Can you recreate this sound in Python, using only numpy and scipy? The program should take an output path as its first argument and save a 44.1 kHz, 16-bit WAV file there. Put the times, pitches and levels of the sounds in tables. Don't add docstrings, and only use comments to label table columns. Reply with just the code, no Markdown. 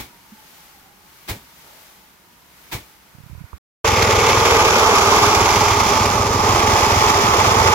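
import sys
import numpy as np
from scipy import signal
from scipy.fft import rfft, irfft, next_fast_len
from scipy.io import wavfile
from scipy.ndimage import map_coordinates

SR = 44100
rng = np.random.default_rng(int(sys.argv[2]) if len(sys.argv) > 2 else 0)


def wav_record(signal):
    frames = np.transpose(np.atleast_2d(signal))
    bounded = np.clip(frames, -1, 1)
    quanta = np.round(bounded * 32767).astype(np.int16)
    wavfile.write(sys.argv[1], SR, quanta)


N = 341334

# (time [s], firing rate [Hz])
FIRING_RATE = [(3.85, 20.3), (4.13, 20.2), (4.41, 20.7), (4.68, 19.8), (4.96, 19.7), (5.24, 20.2),
               (5.8, 20.3), (6.07, 20.5), (6.35, 20.9), (6.63, 20.8), (6.91, 21.5), (7.18, 21.7),
               (7.46, 22.1), (7.74, 21.5)]
# (time [s], exhaust level [dB])
ENGINE_LOAD = [(3.87, -23.5), (4.35, -25), (5.0, -27), (5.7, -25), (6.05, -22.5), (6.8, -25), (7.74, -23.5)]
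# (time [s], accent [dB])
ACCENTS = [(4.03, 3.5), (6.52, 3.5), (6.74, 5), (6.97, 5), (7.25, 4.5)]
# (time [s], distance [m], heading [deg], left lag [s], covers' pan to the left [dB])
DRIVE_BY = [(3.85, 4.84, 5, -.00004, -2.5), (4.3, 3.8, 49, .00003, -2), (4.75, 3.65, 44, .00015, -3),
            (5.15, 3.4, 146, .00012, -2.5), (5.9, 4.55, 150, -.00003, -5), (6.6, 4.48, 113, -.00008, -4.5),
            (7.1, 4.2, 127, -.0001, -3.5), (7.74, 4.33, 65, -.00012, -6.5)]
# (frequency [Hz], bandwidth [Hz], relative level [dB])
SILENCER_MODES = [(59.6, 54, -6), (97, 25.8, 2.5), (120.3, 30.4, -3.5), (230, 69, -10)]
BLOCK_FRONT_MODES = [(218, 51, -13.5), (367, 35, -6), (444, 44, 1.5), (584, 180, -7.5)]
BLOCK_REAR_MODES = [(240, 73, -9.5), (345.5, 29, -4), (407.4, 21.8, 2), (477, 56, -5), (590, 50, -5.5)]
COVER_MODES = [(690, 124, -9.5), (868, 69, 1.5), (1085, 250, -5.5), (1200, 117, -2.5)]
# (time [s], relative strength [dB])
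CHASSIS_CLANKS = [(3.874, -7), (4.0228, -5.5), (4.1071, -7), (4.453, -16), (4.667, -7), (5.3476, -6),
                  (5.5563, -10), (5.8636, -6), (6.056, -7), (6.733, -6.5)]
# (base level [dB], front boost [dB], side boost [dB], dip behind the drivers [dB])
BLOCK_MIX = (-23, 4.5, -0.5, 1)
COVERS_MIX = (-17, -1, 2, 2.5)
RATTLE_MIX = (-22, 2.5, -0.5, 5)
HISS_MIX = (-23.5, -0.5, 0, 3)
# (time [s], relative crunch [dB], relative thud [dB])
POLE_HITS = [(-.05, -21.5, -26), (1.278, -25.5, -23), (2.715, -25, -25.5)]
# (time [s], level [dB], pitch [Hz], decay [cycles], click [dB], left trim [dB])
FINGER_BUMPS = [(0.317, -35, 215, 16, -63, -3), (3.328, -24.5, 122, 4.1, -59, -32),
                (3.412, -23, 134, 4, -56, -33), (3.53, -23, 69.6, 4.8, -25, -34)]
# (peak time [s], half length [s], level [dB])
STRAW_ARMFULS = [(0.556, 0.31, -48), (1.733, 0.31, -47.5)]
# (time [s], level [dB])
STRAW_LANDINGS = [(.4, -64), (1.62, -52.5)]
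# (time [s], pitch [Hz])
WHINE_PITCH = [(0, 974), (.55, 834), (1.0, 795), (1.2, 933), (1.5, 933), (1.95, 840), (2.4, 986),
               (2.9, 845), (3.3, 970)]
# (frequency [Hz], relative level [dB])
RATTLE_EQ = [(900, -32), (1400, 1.5), (1800, -2), (2250, 2), (2900, -4.5), (3500, -3.5), (4100, -14.5),
             (6000, -41)]
HISS_EQ = [(2800, -9.5), (4100, -3.5), (5300, 0), (6600, -5.5), (7500, -14), (8700, -18), (11000, -11),
           (13500, -17.5), (16000, -23)]
CRUNCH_EQ = [(88, -20), (150, -11), (303, -5.5), (465, -17.5), (850, -8.5), (1380, -16), (2340, -6.5),
             (2680, -14.5), (3330, -11.5), (9530, -23.5), (13000, -20.5), (15800, -18.5)]
RUB_EQ = [(700, -30), (1000, -6), (1200, -12), (1450, 0), (1700, -13), (2200, -7), (4000, -32)]
STRAW_EQ = [(710, -10), (1200, -3.5), (1830, -4), (2130, -1.5), (2320, -4.5), (2940, -3.5), (6120, -7),
            (8460, -11.5), (15000, -7), (15800, -15)]
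AIR_EQ = [(15, -36), (25, -15), (64, 1), (91, -9), (189, 0), (248, -7.5), (278, -3), (505, -11), (818, -8),
          (2500, -13.5), (3250, -30), (5500, -120)]
SWISH_EQ = [(1200, -14), (1900, -17), (2250, -2), (2700, -17.5), (5000, -34.5)]
GROUND_EQ = [(20, -22), (55, 3), (140, -8), (300, -10.5), (600, -14.5), (1500, -31)]
CLICK_EQ = [(100, 6), (500, 0), (1200, -1), (1800, -33), (8000, -36)]
LANDING_EQ = [(150, -40), (420, -2.5), (700, 1), (1100, -6), (4000, -39)]
# (frequency [Hz], correlation [0-1])
TRACTOR_LIKENESS = [(100, .99), (400, 1), (620, 0.7), (850, 0.94), (1250, 0.57), (1750, 0.37), (2150, 0.91),
                    (3000, 0.35), (10000, 0.023)]
YARD_LIKENESS = [(100, 0.8), (700, 0.47), (2000, 0.049), (8000, 0.041)]
# (frequency [Hz], left minus right [dB])
TRACTOR_PAN = [(250, 0), (450, -0.5), (620, 0.5), (1500, -1), (2200, 2.5), (3800, 0.5), (5300, -8),
               (6400, -15), (7300, -22), (8800, 0.5), (11000, 0.5), (13500, 5), (16000, 11)]
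YARD_PAN = [(200, -2), (600, -4), (1200, -9), (2500, -0.5), (6000, 5), (12000, 8.5)]
# (frequency [Hz], left lead [rad])
TRACTOR_PHASE = [(500, 0), (900, .2), (1290, 1.2), (1640, 2.7), (1850, 5), (2200, 6.2)]

PAUSE_START_S, PAUSE_END_S, FIRST_FIRING_S = 3.583, 3.843, 3.869
REFERENCE_M = 4
SCREEN_S, SCREEN_WIDTH_S = 6.264, 0.23
GRIP_START_S, GRIP_END_S, GRIP_LEFT_DB = 3.15, 3.435, -34
LEFT_RIGHT = np.array([[.5], [-.5]])


def tractor():
    load_db, = curves(ENGINE_LOAD)
    distance, degrees, lag, pan_db = curves(DRIVE_BY)
    heading = np.radians(degrees)
    gain = lambda mix: pass_gain(mix, distance, heading)
    pulses, age = firings(load_db)
    jolts = wobble(70)
    knocking = engine_block(age, jolts, heading)
    rattle, hiss = loose_parts(age, jolts, heading)
    sound = amp(load_db) * exhaust(pulses, age) + gain(BLOCK_MIX) * knocking
    sound += gain(COVERS_MIX) * amp(pan_db * LEFT_RIGHT) * covers(age, jolts)
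    sound += gain(RATTLE_MIX) * rattle + gain(HISS_MIX) * hiss
    delayed = np.arange(N) - LEFT_RIGHT * lag * SR
    return np.array([map_coordinates(side, [at], order=5) for side, at in zip(sound, delayed)])


def firings(load_db):
    rate, = curves(FIRING_RATE)
    cycles = np.cumsum(rate) / SR
    cycles += .025 * wobble(14) - cycles[round(FIRST_FIRING_S * SR)]
    at = np.flatnonzero(np.diff(np.floor(cycles)))
    spread_db = 1 + .2 * (load_db[at] - load_db.mean())
    size_db = spread_db * rng.uniform(-np.sqrt(3), np.sqrt(3), N)[at]
    for s, db in ACCENTS:
        size_db[np.argmin(np.abs(at / SR - s))] = db
    pulses = np.zeros(N)
    pulses[at] = amp(size_db)
    return pulses, cycles % 1 / rate


def exhaust(pulses, age):
    puff = unit(rng.standard_normal((2, N)) * (np.exp(-age / .011) + .3))
    slug = unit(np.roll(pulses, round(.003 * SR))) * np.array([[1], [0]])
    return tractor_image(ringing(slug + .9 * puff, SILENCER_MODES, low_hz=23, high_hz=305))


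def engine_block(age, jolts, heading):
    drive = surge(age, depth=0.13, peak_s=0.021) * amp(0.26 * jolts)
    knocks = lambda: grains(rate=900, spread_db=3.5, noise=0.64) * drive
    front = ringing(knocks(), BLOCK_FRONT_MODES, low_hz=180, high_hz=730)
    rear = ringing(knocks(), BLOCK_REAR_MODES, low_hz=192, high_hz=800)
    return tractor_image(np.cos(heading / 2) * front + np.sin(heading / 2) * rear)


def covers(age, jolts, shift_db=0.73):
    drive = surge(age, depth=0.089, peak_s=0.015) * amp(0.91 * jolts)
    taps = lambda: grains(rate=1100, spread_db=0.5, noise=0.52) * drive
    shares = [amp(db + shift_db * wobble(6)) * np.sqrt(width) for _, width, db in COVER_MODES]
    rings = [ringing(taps(), [(hz, width, 0)], low_hz=620, high_hz=1360) for hz, width, _ in COVER_MODES]
    blend = sum(share * ring for share, ring in zip(shares, rings))
    return tractor_image(blend / np.linalg.norm(shares, axis=0))


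def loose_parts(age, jolts, heading):
    clanks = sum(amp(db + 10) * burst(s - .003, rise=0.0094, t60=0.027) for s, db in CHASSIS_CLANKS)
    flicker = unit(belt_slap(heading) * amp(jolts + 0.91 * wobble(260)))
    shaking = surge(age, depth=0.13, peak_s=0.0021) * flicker * np.sqrt(1 + clanks ** 2)
    rattle = coloured(grains(rate=2000, spread_db=-0.5, noise=0.9), RATTLE_EQ) * shaking
    hiss = coloured(grains(rate=3000, spread_db=3.0, noise=1.03), HISS_EQ) * shaking
    return tractor_image(rattle), tractor_image(hiss)


def belt_slap(heading, turns_per_firing=1.8, depth_db=1.5):
    rate, = curves(FIRING_RATE)
    turns = turns_per_firing * np.cumsum(rate) / SR
    return amp(depth_db * np.cos(heading / 2) ** 2 * np.cos(2 * np.pi * turns))


def surge(age, depth, peak_s):
    return unit(1 + depth * (age / peak_s) * np.exp(1 - age / peak_s))


def pass_gain(mix, distance, heading):
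    db, front_db, side_db, screen_db = mix
    facing_db = front_db * np.cos(heading / 2) ** 2 + side_db * np.sin(heading) ** 2
    return amp(db + facing_db - screen_db * swell(SCREEN_S, SCREEN_WIDTH_S)) * REFERENCE_M / distance


def pole_hits():
    stalks = coloured(yard_image(grains(rate=3500, spread_db=3.5, noise=1.0)), CRUNCH_EQ)
    swish = yard_noise(SWISH_EQ)
    ground = coloured(rng.standard_normal(N), GROUND_EQ)
    out = np.zeros((2, N))
    for s, crunch_db, thud_db in POLE_HITS:
        crush = burst(s - .004, rise=.018, t60=.18) + .08 * burst(s - .03, rise=.05, t60=.5)
        low_tone = np.sin(2 * np.pi * 100 * (clock() - s - .028))
        out += amp(crunch_db - 33.5) * swish * swell(s - .017, width=0.12)
        out += amp(crunch_db) * stalks * crush
        out += amp(thud_db - 0.5) * low_tone * burst(s + 0.032, rise=0.00526, t60=0.083)
        out += amp(thud_db - 6.5) * ground * burst(s + 0.0071, rise=0.015, t60=0.26)
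    return out


def finger_bumps():
    click = coloured(rng.standard_normal(N), CLICK_EQ)
    out = np.zeros((2, N))
    for s, db, hz, cycles, click_db, left_db in FINGER_BUMPS + grip_slips(count=11):
        decay = cycles / hz
        swing = -amp(db) * burst(s, rise=decay / 8, t60=decay) * np.sin(2 * np.pi * hz * (clock() - s))
        tick = amp(click_db) * click * burst(s, rise=0.00055, t60=0.018)
        out += (swing + tick) * amp([[left_db], [0]])
    return out


def grip_slips(count, cycles=3.8, click_db=-18):
    timing, force, tuning = rng.standard_normal((count, 3)).T
    elapsed = np.linspace(0, GRIP_END_S - GRIP_START_S, count) + 0.0048 * timing
    levels_db = -32 + 26 * elapsed + force
    pitches_hz = (142 - 230 * elapsed) * np.exp(0.16 * tuning)
    return [(GRIP_START_S + s, db, hz, cycles, db + click_db, GRIP_LEFT_DB)
            for s, db, hz in zip(elapsed, levels_db, pitches_hz)]


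def finger_rub():
    friction = coloured(rng.standard_normal(N), RUB_EQ)
    return amp(-54) * swell(3.42, width=0.22) * friction * amp([[GRIP_LEFT_DB], [0]])


def loose_straw(underfoot_db=-53.5, stir_db=-49.5):
    stirs = [amp(stir_db) * swell(s, width=0.26) for s, _, _ in POLE_HITS]
    armfuls = [amp(db) * swell(s, width) for s, width, db in STRAW_ARMFULS]
    handling = np.sqrt(amp(underfoot_db) ** 2 + np.sum(np.square(stirs + armfuls), axis=0))
    drift = amp(0.4 * wobble(10))
    rustle = coloured(yard_image(grains(rate=2500, spread_db=1, noise=1.7)), STRAW_EQ)
    landings = sum(amp(db) * burst(s, rise=0.028, t60=1.4) for s, db in STRAW_LANDINGS)
    return handling * drift * rustle + landings * yard_noise(LANDING_EQ)


def far_whine(fade_db_per_s=2):
    hz, = curves(WHINE_PITCH)
    flutter = unit((wobble(120) + 1j * wobble(120) + .4) * amp(2 * wobble(12)))
    tone = np.real(flutter * np.exp(2j * np.pi * np.cumsum(hz) / SR))
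    return amp(-56.5 - fade_db_per_s * clock()) * tone * amp([[-3], [2]])


def open_air(level_db=-55, drift_db=0.5):
    return amp(level_db + drift_db * wobble(6.67)) * yard_noise(AIR_EQ)


def tractor_image(pair):
    wide = stereo(pair, TRACTOR_LIKENESS)
    turned = filtered(wide, lambda hz: np.exp(1j * LEFT_RIGHT * along(TRACTOR_PHASE, hz)))
    return shaded(turned, TRACTOR_PAN)


def yard_image(pair):
    return shaded(stereo(pair, YARD_LIKENESS), YARD_PAN)


def yard_noise(eq):
    return coloured(yard_image(rng.standard_normal((2, N))), eq)


def stereo(pair, likeness):
    angle = lambda hz: np.arccos(np.clip(along(likeness, hz), -1, 1)) / 2
    mid, side = filtered(pair, lambda hz: np.array([np.cos(angle(hz)), np.sin(angle(hz))]))
    return unit(np.array([mid + side, mid - side]))


def shaded(pair, pan):
    return filtered(pair, lambda hz: amp(LEFT_RIGHT * along(pan, hz)))


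def grains(rate, spread_db, noise):
    hits = rng.random((2, N)) < rate / SR
    sizes = rng.choice([-1, 1], (2, N)) * amp(spread_db * rng.standard_normal((2, N)))
    return unit(unit(hits * sizes) + noise * rng.standard_normal((2, N)))


def ringing(x, modes, low_hz, high_hz):
    body = lambda f: sum((-1) ** k * amp(db) * 1j * f * width / (hz * hz - f * f + 1j * f * width)
                         for k, (hz, width, db) in enumerate(modes))
    band = signal.butter(2, [low_hz, high_hz], "bandpass", fs=SR, output="sos")
    return unit(signal.sosfilt(band, filtered(x, body)))


def coloured(x, eq):
    return unit(filtered(x, lambda hz: amp(along(eq, hz))))


def filtered(x, response):
    size = next_fast_len(N + SR // 2)
    return irfft(rfft(x, size) * response(np.fft.rfftfreq(size, 1 / SR)), size)[..., :N]


def burst(s, rise, t60):
    shape = lambda t: (1 - np.exp(-(t / rise) ** 2)) * amp(-60 * t / t60)
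    return shape(np.maximum(clock() - s, 0)) / np.max(shape(np.linspace(0, t60, 500)))


def swell(s, width):
    return np.exp(-((clock() - s) / width) ** 2)


def wobble(rate):
    return map_coordinates(rng.standard_normal(int(N * rate / SR) + 4), [clock() * rate])


def curves(rows):
    times, *columns = np.transpose(rows)
    return [np.interp(clock(), times, column) for column in columns]


def along(points, hz):
    knots, values = np.transpose(points)
    return np.interp(np.log(hz + 1), np.log(knots + 1), values)


def clock():
    return np.arange(N) / SR


def amp(db):
    return 10 ** (np.asarray(db) / 20)


def unit(x):
    return x / np.sqrt(np.mean(np.abs(x) ** 2) + 1e-20)


def scene():
    fade_out = np.clip((PAUSE_START_S - clock()) / .002, 0, 1)
    fade_in = np.clip((clock() - PAUSE_END_S) / .003, 0, 1)
    yard = open_air() + loose_straw() + far_whine() + pole_hits() + finger_bumps() + finger_rub()
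    return fade_out * yard + fade_in * tractor()


def record(dry, top_hz=15950):
    rounded = dry / (1 + np.abs(dry) ** 8) ** (1 / 8)
    return filtered(rounded, lambda hz: np.clip((top_hz - hz) / 100 + .5, 0, 1))


dry = scene()
out = record(dry)
wav_record(out)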